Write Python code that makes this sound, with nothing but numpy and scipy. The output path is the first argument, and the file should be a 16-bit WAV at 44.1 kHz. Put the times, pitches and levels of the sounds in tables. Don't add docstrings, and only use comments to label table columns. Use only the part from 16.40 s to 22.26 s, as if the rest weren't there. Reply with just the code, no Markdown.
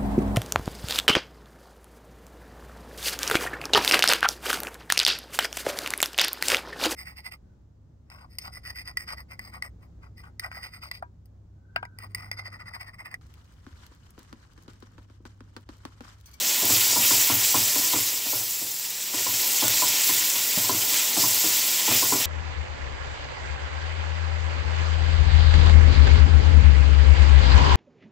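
import sys
import numpy as np
from scipy import signal
from scipy.io import wavfile
from scipy.ndimage import uniform_filter1d

SR = 44100
rng = np.random.default_rng(int(sys.argv[2]) if len(sys.argv) > 2 else 0)


def to_wav(s):
    ch = np.atleast_2d(s).T
    pcm = np.round(np.clip(ch, -1, 1) * 32767)
    wavfile.write(sys.argv[1], SR, pcm.astype(np.int16))


def rack_gain(trim_db):
    fader = np.asarray(trim_db, float)
    return 10 ** (fader / 20)


N = 258326

# (time [s], wall peak level [dB], level of the bottom's loudest stretch [dB],
# peak level of the rocking on the stand [dB], frequency favoured by the spot [Hz])
SPATULA_BLOWS = [(.221, -31, -35, -38, 634), (.297, -30, -32.5, -32.5, 286), (.466, -33, -58, -43, 1090),
                 (.56, -23, -36, -38, 944), (.706, -23, -34.5, -36.5, 1020), (.895, -22.5, -32, -31, 278),
                 (1.143, -18.5, -35, -33, 1030), (1.357, -30.5, -36, -48, 296), (1.533, -22, -35, -37, 935),
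                 (1.858, -35, -47, -53, 650), (1.929, -28, -43, -39.5, 575), (2.215, -41, -45, -51, 310),
                 (2.736, -35, -38.5, -45, 970), (2.864, -23, -47, -41, 1010), (3.031, -36, -57, -63, 1010),
                 (3.22, -27, -34.5, -34.5, 865), (3.236, -25, -47, -50, 600), (3.421, -19, -45, -43, 980),
                 (3.495, -39, -55, -63, 969), (3.692, -26.5, -39.5, -44.5, 1050),
                 (3.95, -33, -48.5, -53, 980), (4.173, -32, -41, -38, 600), (4.24, -32, -54, -53, 996),
                 (4.293, -19.5, -32.5, -34.5, 1030), (4.341, -42, -39, -49, 313),
                 (4.767, -24, -33.5, -38.5, 700), (4.834, -22, -36.5, -40, 1030),
                 (5.04, -38, -34, -47.5, 312), (5.478, -25, -34, -32.5, 860), (5.512, -25, -35, -52, 845),
                 (5.623, -21, -39.5, -40, 1050), (5.722, -20, -30.5, -39, 1016),
                 (5.796, -31, -47, -59, 1030)]
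# (frequency [Hz], relative level [dB], decay time t60 [s] before the damping factor)
BOTTOM_MODES = [(160, 5.5, 0.018), (187, -11, 0.19), (244.2, -4.5, 0.2), (281.7, -1.5, 0.14),
                (318.3, 2, 0.12), (362, -20, 0.062), (384.8, -6.5, 0.27)]
# (frequency [Hz], relative level [dB], decay time t60 [s] before the damping factor)
WALL_MODES = [(505, 4, 0.059), (614, -5.5, 0.23), (672, -8.5, 0.21), (753, -4, 0.18), (868, 1, 0.14),
              (948, -6, 0.2), (994.6, 7, 0.087), (1080, 0, 0.086), (1124, -2, 0.1), (1341, -5, 0.14),
              (1449, -7, 0.3)]


def evened(x):
    return x / np.sqrt(np.mean(x ** 2) + 1e-20)


def loudest_one(sound, size):
    return sound / np.sqrt(uniform_filter1d(sound ** 2, size).max())


def over_time(rows, t):
    times, levels = np.transpose(rows)
    return np.interp(t, times, levels)


def over_frequency(points, hz):
    frequencies, levels = np.transpose(points)
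    return np.interp(np.log(hz + 1), np.log(frequencies + 1), levels)


def add(mix, s, sound):
    part = mix[round(s * SR):][:len(sound)]
    part += sound[:len(part)]


def shaped(x, field_db, size):
    overlap = size * 3 // 4
    hz, t, spectrum = signal.stft(x, SR, nperseg=size, noverlap=overlap)
    weighted = spectrum * rack_gain(field_db(hz[:, None], t))
    return signal.istft(weighted, SR, nperseg=size, noverlap=overlap)[1][:N]


def ring(modes, heights, rise, damping=0.58):
    t = np.arange(SR // 2) / SR
    sound = np.zeros(len(t))
    for height, (hz, db, t60) in zip(heights, modes):
        decay = rack_gain(db - 60 * damping * t / t60)
        sound += height * decay * np.sin(2 * np.pi * hz * t)
    return sound * (1 - np.exp(-(t / rise) ** 2))


def favour(modes, hz, octaves, chance):
    away = np.log2(np.transpose(modes)[0] / hz) / octaves
    focus_db = -11 * (1 - np.exp(-away ** 2))
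    return rack_gain(focus_db + 2.5 * chance) * np.resize([1, -1], len(modes))


def bubbles(per_s, cycles, spread_db, count):
    out = np.zeros(N)
    for hz in np.geomspace(1500, 15500, count):
        turns = np.arange(round(3 * cycles * SR / hz)) * hz / SR
        rising = np.sin(2 * np.pi * turns * (1 + 0.01555 * turns / cycles))
        pip = rising * turns * np.exp(-2.5 * turns / cycles)
        size = rack_gain(spread_db * np.minimum(rng.exponential(1, N), 4))
        train = size * (rng.random(N) < per_s / count / SR)
        out += signal.oaconvolve(train, pip * np.sqrt(hz / (pip ** 2).sum()))[:N]
    return evened(out)


def fizz():
    # (time [s], level [dB])
    frying_vigour = [(0.0, -29.5), (0.1, -24.5), (.15, -28.5), (0.24, -28.5), (0.31, -23), (0.41, -25),
                     (.55, -24.5), (0.65, -25), (0.71, -20.5), (.78, -24), (0.95, -27.5), (1.06, -25),
                     (1.66, -28.5), (1.82, -33), (1.93, -31.5), (2.3, -35), (2.73, -35), (2.77, -29),
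                     (3.14, -27.5), (3.19, -25.5), (3.3, -27), (3.39, -24.5), (3.55, -27), (3.72, -25),
                     (3.88, -28.5), (4.49, -28.5), (4.58, -25.5), (4.72, -29), (4.78, -25), (5.43, -27.5),
                     (5.58, -24), (5.86, -29)]
    # (time [s], level [dB])
    finest_bubbles = [(0.0, -29), (.05, -27.5), (.24, -26.5), (0.33, -21.5), (0.55, -25.5), (0.66, -21.5),
                      (1.05, -24.5), (1.15, -24), (1.66, -27), (1.8, -32), (1.93, -28.5), (2.6, -35),
                      (2.73, -32.5), (2.78, -30), (2.95, -26), (3.47, -25), (3.57, -28), (3.7, -22.5),
                      (3.82, -26), (4.74, -27), (4.82, -24), (5.48, -26.5), (5.56, -22), (5.86, -29)]
    # (time [s], level [dB])
    wet_bubbles = [(0.0, -32), (0.08, -30.5), (.2, -31), (0.42, -27), (0.57, -33.5), (0.63, -27.5),
                   (1.2, -31), (1.6, -32), (1.8, -37), (1.92, -36.5), (2.3, -41), (2.73, -37.5),
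                   (2.77, -33.5), (3.14, -32), (3.19, -30), (3.7, -29), (3.9, -31), (4.5, -33), (4.54, -27),
                   (4.7, -31.5), (5.45, -29.5), (5.53, -25), (5.74, -33.5), (5.86, -28)]
    # (frequency [Hz], relative level per Hz [dB])
    fizz_colour = [(880, -12), (1500, -11.5), (1610, -13), (1840, -5), (2840, -2), (3130, -1), (4380, -1),
                   (5280, 2), (6610, 1), (7590, 5), (9150, -8), (10100, -3), (11100, -3.5), (14900, 2.5),
                   (15700, 1.5)]

    pop_times = rng.random(N) < 400 / SR
    pop_sizes = rack_gain(3.3 * np.minimum(rng.exponential(1, N), 3))
    pops = pop_times * rng.choice([-1, 1], N) * pop_sizes
    pips = bubbles(per_s=2500, cycles=12.9, spread_db=3.0, count=30)
    long_pips = bubbles(per_s=1500, cycles=151.0, spread_db=0.5, count=70)
    spray = rng.standard_normal(N) + rack_gain(-13) * evened(pops)
    bursts = evened(spray + rack_gain(-10) * pips + rack_gain(-7) * long_pips)

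    def field_db(hz, t):
        patches = rng.standard_normal((len(t), len(hz))).T
        patches = uniform_filter1d(patches, size=16, axis=0)
        patches = evened(uniform_filter1d(patches, size=10, axis=1))
        flicker = evened(uniform_filter1d(rng.standard_normal(len(t)), size=14))
        vigour = over_time(frying_vigour, t)
        fine = over_time(finest_bubbles, t) - vigour
        wet = over_time(wet_bubbles, t) - vigour
        high = np.clip((hz - 8000) / 2500, 0, 1)
        low = np.clip((4800 - hz) / 1500, 0, 1)
        deep = np.clip((900 - hz) / 400, 0, 1)
        colour = over_frequency(fizz_colour, hz) - 30 * deep
        colour = colour + high * (fine - fine.mean()) + low * (wet - wet.mean())
        return vigour + colour + 1.08 * patches + 0.52 * flicker

    return rack_gain(6) * shaped(bursts, field_db, size=256)


def spits():
    # (time [s], level [dB], frequency of the ring [Hz])
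    loudest_spits = [(0.2543, -9, 13100), (1.0335, -12, 7080), (1.6077, -13, 14400), (1.9245, -14, 13800),
                     (3.281, -4, 7710), (3.6187, -10, 7680), (4.1848, -8, 7730), (4.5435, -9, 5000),
                     (5.5243, -10, 5500)]
    small_per_s, small_db, small_spread_db = 4, -16, 4
    out, t = np.zeros(N), np.arange(400) / SR
    when, size, pitch = rng.random((round(small_per_s * N / SR), 3)).T
    levels = small_db + small_spread_db * (2 * size - 1)
    small_spits = zip(when * N / SR, levels, 5000 * 3 ** pitch)
    for s, db, hz in list(loudest_spits) + list(small_spits):
        crack = rack_gain(-2) * np.sin(2 * np.pi * hz * t) * rack_gain(-60 * t / 0.0018)
        hiss = np.diff(rng.standard_normal(len(t) + 1))
        spray = rack_gain(-7.5) * hiss * rack_gain(-60 * t / 0.0094)
        add(out, s, rack_gain(db) * (crack + spray))
    return out


def blows():
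    bounce_s, bounce_spread, bounce_wall_db, bounce_bottom_db = 0.026, 0.2, -14, -9
    rub_db, rub_wall_share = -1.5, 0.28
    walls, bottoms = len(WALL_MODES), len(BOTTOM_MODES)
    out, t = np.zeros(N), np.arange(4000) / SR
    dull = signal.butter(3, [150, 1180], "band", fs=SR, output="sos")
    chances = rng.standard_normal((len(SPATULA_BLOWS), bottoms + walls + len(t)))
    for (s, wall_db, bottom_db, _, spot_hz), chance in zip(SPATULA_BLOWS, chances):
        chatter = rack_gain(-31) * chance[-len(t):] * rack_gain(-60 * t / 0.11)
        chatter[0] = 1
        bounce_at = round(SR * bounce_s * np.exp(bounce_spread * chance[-1]))
        bounce = np.arange(len(t)) == bounce_at

        wall_heights = favour(WALL_MODES, spot_hz, 0.16, chance[:walls])
        wall = ring(WALL_MODES, wall_heights, rise=0.0011, damping=1.2)
        wall = signal.fftconvolve(wall, chatter + rack_gain(bounce_wall_db) * bounce)
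        add(out, s, rack_gain(wall_db) * wall / abs(wall).max())

        bottom_heights = favour(BOTTOM_MODES, spot_hz, 0.17, chance[walls:][:bottoms])
        bottom = ring(BOTTOM_MODES, bottom_heights, rise=0.0031, damping=0.78)
        bottom = signal.fftconvolve(bottom, chatter + rack_gain(bounce_bottom_db) * bounce)
        add(out, s, rack_gain(bottom_db) * loudest_one(bottom, size=1000))

        rub = signal.sosfilt(dull, chance[::-1][:len(t)] * np.exp(-(t / 0.019) ** 0.47))
        blend_db = rub_wall_share * wall_db + (1 - rub_wall_share) * bottom_db
        add(out, s, rack_gain(rub_db + blend_db) * loudest_one(rub, size=1000))
    return out


def drag():
    # (time [s], level [dB])
    sliding = [(0.0, -42), (1.48, -43.5), (1.87, -51.5), (2.02, -47), (2.2, -84), (2.79, -46.5),
               (2.9, -45.5), (3.21, -44), (3.39, -41.5), (3.98, -46), (4.26, -42), (5.86, -43)]
    slips = rng.standard_normal(N) * rack_gain(2.6 * rng.exponential(1, N))
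    modes = BOTTOM_MODES + WALL_MODES
    body = ring(modes, np.resize([1, -1], len(modes)), rise=0.002, damping=2.75)
    scrape = evened(signal.oaconvolve(slips, body)[:N])
    return rack_gain(over_time(sliding, np.arange(N) / SR)) * scrape


def stand():
    # (frequency [Hz], relative level [dB], decay time t60 [s] before the damping factor)
    stand_modes = [(80, -6.5, 0.24), (102.1, -1, 0.95), (120.4, 0.5, 0.64)]
    lag, settle = 0.0075, 0.11
    throb = ring(stand_modes, [1, -1, 1], rise=0.022)
    throb *= 0.26 + 0.73 * np.exp(-(np.arange(len(throb)) / SR / settle) ** 4)
    out = np.zeros(N)
    for s, _, _, db, _ in SPATULA_BLOWS:
        add(out, s + lag, rack_gain(db) * throb / abs(throb).max())
    return out


def thump():
    start_s, peak_db, hz, t60 = 4.173, -24, 190, 0.05
    out = np.zeros(N)
    push = ring([(hz, 0, t60)], [1], rise=0.002, damping=0.88)
    add(out, start_s, rack_gain(peak_db) * push / abs(push).max())
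    return out


def low_note():
    start_s, length_s, level_db, hz = 5.3, 0.19, -56, 176
    out, t = np.zeros(N), np.arange(0, length_s, 1 / SR)
    swell = np.sqrt(2 * np.sin(np.pi * t / length_s).clip(0))
    add(out, start_s, rack_gain(level_db) * swell * np.sin(2 * np.pi * hz * t))
    return out


def kitchen():
    # (frequency [Hz], relative level [dB])
    rush_colour = [(30, -17), (50, -2), (75, -13), (110, -11.5), (150, -2.5), (230, -7.5), (390, -3.5),
                   (660, -6.5), (980, -3), (1200, -10.5), (1800, -7.5), (2400, -20.5), (4000, -80)]

    def steady_db(hz, t):
        return over_frequency(rush_colour, hz) + 0 * t

    rush = shaped(rng.standard_normal(N), steady_db, size=2048)
    return rack_gain(-51) * evened(rush)


def scene():
    mono = fizz() + spits() + blows() + drag() + stand() + thump() + low_note() + kitchen()
    return np.array([mono, mono])


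def top_cut(x):
    return signal.sosfilt(signal.butter(12, 17090, fs=SR, output="sos"), x)


def record(dry):
    bass_cut = signal.butter(2, 45, "high", fs=SR, output="sos")
    thin = signal.sosfilt(bass_cut, dry)
    band_limit = signal.firwin(1023, 15750, window=("kaiser", 9), fs=SR)
    limited = signal.oaconvolve(thin, band_limit[None], "same")
    return top_cut(limited)


dry = scene()
out = record(dry)
to_wav(out)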